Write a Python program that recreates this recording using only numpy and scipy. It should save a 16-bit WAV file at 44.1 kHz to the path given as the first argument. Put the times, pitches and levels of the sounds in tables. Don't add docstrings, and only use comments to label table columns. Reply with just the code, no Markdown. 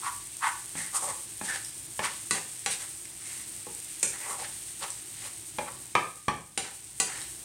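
import sys
import numpy as np
from scipy import signal
from scipy.fft import rfft, irfft
from scipy.io import wavfile

SR = 44100
rng = np.random.default_rng(int(sys.argv[2]) if len(sys.argv) > 2 else 0)


def transcribe(signal):
    frames = np.atleast_2d(signal).T
    limited = np.clip(frames, -1, 1)
    pcm = np.round(limited * 32767).astype(np.int16)
    wavfile.write(sys.argv[1], SR, pcm)


N = 328104
TIME = np.arange(N) / SR
BLOW_TIME = TIME[:SR * 3 // 4]


def from_db(db):
    return 10 ** (np.asarray(db) / 20)


def unit_rms(x):
    return x / np.sqrt(np.mean(x ** 2) + 1e-20)


def unit_attack(x):
    return x / np.sqrt(np.mean(x[:SR // 50] ** 2) + 1e-20)


def over_time(points):
    return np.interp(TIME, *np.transpose(points))


def at_hz(points, hz):
    freq_hz, value = np.transpose(points)
    return np.interp(np.log(hz + 1), np.log(freq_hz), value)


def add(out, start_s, sound):
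    start = max(round(start_s * SR), 0)
    out[start:start + len(sound)] += sound[:N - start]


def drift(per_s, size=N):
    knots = rng.standard_normal(4000)
    return unit_rms(np.interp(TIME[:size] * per_s, np.arange(len(knots)), knots))


def coloured(x, spectrum, size=4096):
    bin_hz = np.arange(size // 2 + 1) * SR / size
    cepstrum = irfft(np.log(from_db(at_hz(spectrum, bin_hz))))
    cepstrum[1:size // 2] *= 2
    cepstrum[size // 2 + 1:] = 0
    impulse = irfft(np.exp(rfft(cepstrum)))[:size // 2]
    return signal.fftconvolve(x, impulse)[:len(x)]


def resonance(x, hz, width_hz, block=64):
    radius = np.exp(-np.pi * width_hz / SR)
    out, state = np.zeros(len(x)), np.zeros(2)
    for i in range(0, len(x), block):
        poles = [1, -2 * radius * np.cos(2 * np.pi * hz[i] / SR), radius * radius]
        out[i:i + block], state = signal.lfilter([1, 0, -1], poles, x[i:i + block], zi=state)
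    return out


def grains(per_s, spread_db, size=N):
    heights = from_db(spread_db * np.minimum(rng.exponential(1, size), 5))
    return heights * rng.choice([-1, 1], size) * (rng.random(size) < per_s / SR)


def ring(modes):
    hz, db, t60_s = np.transpose(modes)[:, :, None]
    strength = from_db(db + rng.standard_normal(hz.shape)) * rng.choice([-1, 1], hz.shape)
    partials = strength * from_db(-60 * BLOW_TIME / t60_s) * np.sin(2 * np.pi * hz * BLOW_TIME)
    return unit_attack(np.sum(partials, axis=0))


def crack(spectrum, t60_s, snap_db=0.0, snap_t60_s=0.0169):
    envelope = from_db(-60 * BLOW_TIME / t60_s) + from_db(snap_db - 60 * BLOW_TIME / snap_t60_s)
    chatter = rng.choice([-1., 1.], len(BLOW_TIME)) * envelope
    return unit_attack(coloured(chatter, spectrum))


def hollow(x, hz, width_hz):
    return unit_attack(resonance(x, np.full(len(x), hz), width_hz, block=len(x)))


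# freq_hz, t60_s
KITCHEN_DECAY = [(100, 0.66), (500, 0.372), (2000, 0.3914), (8000, 0.416), (16000, 0.261)]


def kitchen(x, wet_db):
    edges_hz = np.geomspace(60, 17000, 9)
    tail = 0
    for low, high in zip(edges_hz, edges_hz[1:]):
        band_pass = signal.butter(2, [low, high], "band", fs=SR, output="sos")
        band = signal.sosfilt(band_pass, rng.standard_normal(len(BLOW_TIME)))
        tail += band * from_db(-60 * BLOW_TIME / at_hz(KITCHEN_DECAY, np.sqrt(low * high)))
    tail *= np.clip(BLOW_TIME / 0.00093 - .5, 0, 1)
    return x + from_db(wet_db) * signal.fftconvolve(x, tail / np.linalg.norm(tail))[:N]


# time_s, level_db
RUMBLE_LEVEL = [(0.0, -53), (0.16, -58.5), (1.66, -55.5), (2.65, -57), (3.52, -55.5), (3.94, -57),
                (5.62, -56), (5.84, -55.5), (6.34, -67), (7.0, -58.5), (7.17, -55.5), (7.44, -55)]
# freq_hz, relative_db
RUMBLE_SPECTRUM = [(20, -17.5), (35, -17), (48, -19), (60, 5.5), (76, -15.5), (100, 1.5), (135, -0.5),
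                   (165, -10.5), (200, -7.5), (250, -12.5), (330, -2.5), (470, -18), (800, -15.5),
                   (2000, -26)]


def stove(drone_hz=57.05):
    noise = unit_rms(coloured(rng.standard_normal(N), RUMBLE_SPECTRUM))
    rumble = from_db(1.5 + 0.44 * drift(per_s=13)) * noise
    drone = from_db(-9.5 + 2.0 * drift(per_s=3)) * np.sin(2 * np.pi * drone_hz * TIME)
    return from_db(over_time(RUMBLE_LEVEL)) * (rumble + drone)


def pressure_db(t, rise_s, fall_s, roundness=1.924):
    return -10 * np.maximum(-t / rise_s, t / fall_s) ** roundness


def flares(linger_db=-7, settle_db_per_s=78.5):
    sizzle_power, wet_power = np.zeros(N), np.zeros(N)
    for peak_s, rise_s, fall_s, *_, flare_db, wet_hiss_db in SPATULA_STROKES:
        t = np.arange(max(-3 * rise_s, -peak_s), 1, 1 / SR)
        press_db = pressure_db(t, rise_s, fall_s)
        swell_db = np.where(t < 0, press_db, np.maximum(press_db, linger_db - settle_db_per_s * t))
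        add(sizzle_power, peak_s + t[0], from_db(flare_db + swell_db) ** 2)
        add(wet_power, peak_s + t[0], from_db(wet_hiss_db + swell_db) ** 2)
    return sizzle_power, wet_power


# time_s, level_db
FRYING_LEVEL = [(0, -40), (0.27, -41.5), (0.68, -41.5), (1.33, -42), (1.87, -42.5), (2.53, -41.0),
                (3.12, -43.5), (3.48, -42), (3.95, -40), (4.56, -40.5), (5.08, -42.5), (5.85, -44),
                (6.2, -48.5), (6.5, -52.0), (6.76, -45.5), (6.95, -46), (7.24, -40.5), (7.42, -44)]
# freq_hz, relative_db
SIZZLE_SPECTRUM = [(1500, -49.5), (3000, -29), (5000, -18.5), (6500, -11.5), (7400, -8.5), (8100, -2),
                   (8700, 2), (9300, -3.5), (10000, -9), (11500, -14.5), (13500, -19), (16000, -24.5)]
WET_SPECTRUM = [(300, -13.5), (600, -9.5), (1200, -6.5), (2000, 1), (3000, 1.5), (4000, 1.5), (5500, -1),
                (8000, 0), (14000, -21.5)]


def frying(flare_top_hz=10200):
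    level_db = over_time(FRYING_LEVEL)
    flare_power, wet_power = flares()
    bubbles = grains(per_s=6000 * from_db(2.3 * drift(per_s=40)), spread_db=2.0)
    sizzle = from_db(level_db - 0.5) * unit_rms(coloured(bubbles, SIZZLE_SPECTRUM))
    muffle = signal.butter(2, flare_top_hz, fs=SR, output="sos")
    flare_bubbles = coloured(grains(per_s=6000, spread_db=2.5), SIZZLE_SPECTRUM)
    flare = np.sqrt(flare_power) * unit_rms(signal.sosfilt(muffle, flare_bubbles))
    wet_bubbles = coloured(grains(per_s=10000, spread_db=2.5), WET_SPECTRUM)
    wet_hiss = np.sqrt(from_db(level_db - 9.5) ** 2 + wet_power) * unit_rms(wet_bubbles)
    return sizzle + flare + wet_hiss


# start_s, tick_db, pop_hz, pop_db
LOUD_SPITS = [(1.6475, -41, 4500, -59), (2.593, -44.5, 4530, -65), (3.054, -45, 2320, -55),
              (4.9035, -38.5, 5500, -52.5), (7.2155, -45, 4220, -48)]
# freq_hz, relative_db
SPIT_SPECTRUM = [(700, -39), (2200, -26), (3500, -20), (5500, 5.5), (7000, -4.5), (8700, 17), (10500, -4),
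                 (16000, -35.5)]


def spitting():
    ticks = unit_rms(coloured(grains(per_s=22, spread_db=2.0), SIZZLE_SPECTRUM))
    stray = from_db(over_time(FRYING_LEVEL) - 11.5) * ticks
    loud = np.zeros(N)
    for start_s, tick_db, pop_hz, pop_db in LOUD_SPITS:
        tick = crack(SPIT_SPECTRUM, t60_s=0.012, snap_t60_s=0.0044)
        pop = hollow(crack(WET_SPECTRUM, t60_s=0.012), pop_hz, width_hz=660)
        add(loud, start_s, from_db(tick_db) * tick + from_db(pop_db) * pop)
    return stray + kitchen(loud, wet_db=-1)


# pitch_hz, relative_db, t60_s
BASE_RING = [(569.5, -8.5, 0.32), (609.5, -8.5, 0.338), (791.6, -7, 0.26), (865, 3.5, 0.23),
             (975.1, 9, 0.22), (1124, -15, 0.22), (1147, -2.5, 0.484), (1187, -11.5, 0.27),
             (1223, -4, 0.55), (1356, -21, .2), (1590, -15.5, 0.27), (1705, -21.5, 0.18), (1840, -10, 0.24),
             (1960, -7.5, 0.18), (2235, -1.5, 0.19), (2352, -14, 0.37), (2350, -6, 0.28), (3030, -3, 0.21),
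             (3170, -8, 0.28)]
GRATE_THUMP = [(58.54, -12.5, 0.56), (106.5, -5.5, 0.49), (165.24, 4, 0.563), (197.6, 7, 0.296),
               (216.1, -1.5, 0.498), (267.7, 5.5, 0.258), (374.9, -5, 0.218)]
# freq_hz, relative_db
DULL_WOOD_SPECTRUM = [(60, -3), (180, -8.5), (380, -2), (560, 1), (680, -13), (830, 7), (980, 1.5),
                      (1100, -1.5), (1260, 1), (1450, -22.5), (3000, -13), (12000, -71.5)]
CLACK_SPECTRUM = [(800, -2.5), (1400, -5.5), (1750, 4), (2000, -4), (2380, 2.5), (2700, -5.5), (3100, -6.5),
                  (4200, -15), (6000, -15.5), (7200, -21.5), (8500, -12), (12000, -35)]
# start_s, wood_db, note_hz, thump_db, clack_db, ring_db
BASE_BLOWS = [(0.753, -57.5, 566, -43.5, -46, -68), (1.412, -45.5, 646, -47, -42.5, -66.5),
              (1.992, -35, 578, -47.5, -34, -62.5), (3.667, -46, 420, -54, -58, -80.5),
              (5.585, -32.5, 603, -51, -35.5, -55), (5.952, -22.5, 1213, -43.5, -24, -25),
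              (6.282, -30.5, 1043, -48, -28, -37.5)]


def base_knocks():
    wood, metal = np.zeros(N), np.zeros(N)
    for start_s, wood_db, note_hz, thump_db, clack_db, ring_db in BASE_BLOWS:
        contact = crack(DULL_WOOD_SPECTRUM, t60_s=0.0653)
        body = from_db(-10) * contact + hollow(contact, note_hz, width_hz=172)
        clack = crack(CLACK_SPECTRUM, t60_s=0.0527)
        add(wood, start_s, from_db(wood_db) * body + from_db(clack_db) * clack)
        add(metal, start_s, from_db(ring_db) * ring(BASE_RING))
        add(metal, start_s, from_db(thump_db) * ring(GRATE_THUMP))
    return kitchen(wood, wet_db=-3.5) + metal


# pitch_hz, relative_db, t60_s
RIM_RING = [(750, -21, 0.16), (985, -3.5, 0.449), (1143, 5, 0.16), (1484.6, 2, 0.226), (1975, 7, 0.174),
            (2780, -4.5, 0.51), (3320, -23, .4), (4065, 5, 0.153), (4700, -2, 0.28), (7136, -7, 0.34),
            (8474, -6.5, 0.37), (8565, -27, 0.18)]
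# freq_hz, relative_db
HARD_WOOD_SPECTRUM = [(200, -13), (450, 3.5), (800, -5), (1000, -9.5), (1400, -2.5), (1900, 4), (2600, 4.5),
                      (3200, 0.5), (4200, 1), (6000, -4), (12000, -59.5)]
TICK_SPECTRUM = [(2500, -27.5), (5000, -12.5), (6500, -3.5), (8000, 2.5), (8700, 4), (9500, 0),
                 (10800, -16), (13000, -23.5), (16000, -30)]
# start_s, wood_db, note_hz, thump_db, tick_db, ring_db
RIM_BLOWS = [(2.309, -33, 1185, -43.5, -27.5, -30.5), (2.661, -32.5, 810.5, -48.5, -32.5, -37.5),
             (4.029, -35, 873.7, -49, -24.5, -44.5), (6.576, -33.5, 771.6, -48.5, -32, -43.5),
             (7.0, -32.5, 771, -47.5, -25, -32.5)]


def rim_knocks():
    wood, metal = np.zeros(N), np.zeros(N)
    for start_s, wood_db, note_hz, thump_db, tick_db, ring_db in RIM_BLOWS:
        contact = crack(HARD_WOOD_SPECTRUM, t60_s=0.0375)
        body = contact + from_db(-9) * hollow(contact, note_hz, width_hz=49)
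        tick = crack(TICK_SPECTRUM, t60_s=0.0347, snap_db=-1, snap_t60_s=0.021)
        add(wood, start_s, from_db(wood_db) * body + from_db(tick_db) * tick)
        add(metal, start_s, from_db(ring_db) * ring(RIM_RING))
        add(metal, start_s, from_db(thump_db) * ring(GRATE_THUMP))
    return kitchen(wood, wet_db=-0.5) + metal


# freq_hz, relative_db
RASP_SPECTRUM = [(150, -22), (500, -30.5), (680, -12.5), (820, 2), (1150, 2.5), (1450, -1), (2000, 4.5),
                 (2500, -2), (3100, -2.5), (5000, -10), (11000, -25.5)]
DRAG_SPECTRUM = [(120, -17), (300, -15.5), (450, -9.5), (570, 0), (680, -12.5), (800, 3), (1000, -14.5),
                 (1600, -16.5), (4000, -64)]
# peak_s, rise_s, fall_s, edge_db, blade_hz, width_hz, flat_db, flare_db, wet_hiss_db
SPATULA_STROKES = [ (0.072, 0.0378, 0.0242, -33, 1122, 320, -60.5, -41, -43.5),
                   (0.441, .021, 0.0192, -26, 1087, 320, -53, -39, -48),
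                   (0.473, 0.02285, 0.0305, -29.5, 1134, 700, -55, -35.5, -48.5),
                   (0.782, 0.0242, 0.103, -42.5, 1885, 440, -58, -35, -45.5),
                   (0.967, 0.0266, 0.0192, -35.5, 1193, 110, -46.5, -26, -40.5),
                   (1.04, 0.0317, 0.0377, -41.5, 1070, 400, -42.5, -35, -58.5),
                   (1.102, 0.0337, 0.0193, -38, 1040, 500, -40.5, -34.5, -44.5),
                   (1.46, 0.0298, 0.049, -53, 1740, 440, -54.5, -35, -44),
                   (1.496, 0.0143, 0.0325, -31, 1715, 130, -52.5, -35.5, -40.5),
                   (1.555, 0.0393, 0.0285, -39, 1647, 250, -49, -39.5, -41),
                   (2.051, .024, 0.0276, -31, 1430, 1000, -48.5, -33.5, -33.5),
                   (2.355, 0.0135, 0.0393, -40, 1790, 600, -42.5, -38.5, -38.5),
                   (2.715, 0.0165, 0.0515, -59.5, 1800, 600, -67, -31.5, -36),
                   (2.815, 0.0207, 0.041, -48.5, 1550, 600, -58, -39, -45.5),
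                   (3.29, 0.086, 0.178, -52.5, 2190, 1200, -72.5, -41, -49),
                   (4.145, 0.0225, 0.031, -45.5, 1560, 700, -56.5, -58, -54.5),
                   (4.234, 0.037, 0.0456, -42.5, 2090, 1000, -54, -49, -59),
                   (4.315, 0.0557, 0.0417, -40, 1070, 447, -45, -37, -56.5),
                   (4.405, 0.024, 0.0316, -45, 1200, 800, -42.5, -41, -43.5),
                   (4.447, 0.0176, 0.0204, -43, 1627, 440, -53.5, -43.5, -42.5),
                   (4.836, .022, 0.025, -39.5, 1230, 513, -44, -42.5, -37.5),
                   (5.22, 0.076, 0.094, -59.5, 2100, 500, -65, -48.5, -47.5),
                   (5.27, 0.0338, 0.0157, -46.5, 1200, 800, -52.5, -43.5, -47),
                   (5.684, 0.0205, 0.0105, -42, 1100, 700, -59.5, -53.5, -56.5),
                   (6.66, 0.0291, 0.064, -50, 1530, 600, -53.5, -47, -48),
                   (7.09, 0.0224, 0.066, -43.5, 1644, 900, -53, -44.5, -50),
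                   (7.168, 0.042, 0.0666, -46.5, 1720, 800, -56, -44.5, -45.5), ]


def scraping(stiffening=0.0264):
    scrapes = np.zeros(N)
    for peak_s, rise_s, fall_s, edge_db, blade_hz, width_hz, flat_db, *_ in SPATULA_STROKES:
        t = np.arange(max(-3 * rise_s, -peak_s), 3 * fall_s, 1 / SR)
        press = from_db(pressure_db(t, rise_s, fall_s))
        judder = from_db(1.64 * drift(per_s=213.4, size=len(t)))
        slips = judder * grains(per_s=3200, spread_db=2.29, size=len(t))
        rasp = coloured(slips, RASP_SPECTRUM)
        blade = resonance(rasp, blade_hz * (1 + stiffening * (press - 1)), width_hz)
        edge = unit_rms(unit_rms(blade) + from_db(-16.5) * unit_rms(rasp))
        flat = unit_rms(coloured(slips, DRAG_SPECTRUM))
        add(scrapes, peak_s + t[0], press * (from_db(edge_db) * edge + from_db(flat_db) * flat))
    base = ring(BASE_RING)
    ringing = signal.fftconvolve(scrapes, base / np.linalg.norm(base))[:N]
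    return kitchen(scrapes + from_db(-25) * ringing, wet_db=-6.5)


def scene():
    return (frying() + spitting() + scraping() + base_knocks() + rim_knocks() + stove())[None]


def record(dry, bass_hz=42, top_hz=15900):
    thin = signal.sosfilt(signal.butter(3, bass_hz, "high", fs=SR, output="sos"), dry)
    rounded = .5 * np.tanh(thin / .5)
    return signal.sosfilt(signal.ellip(12, .1, 80, top_hz, fs=SR, output="sos"), rounded)


dry = scene()
out = record(dry)
transcribe(out)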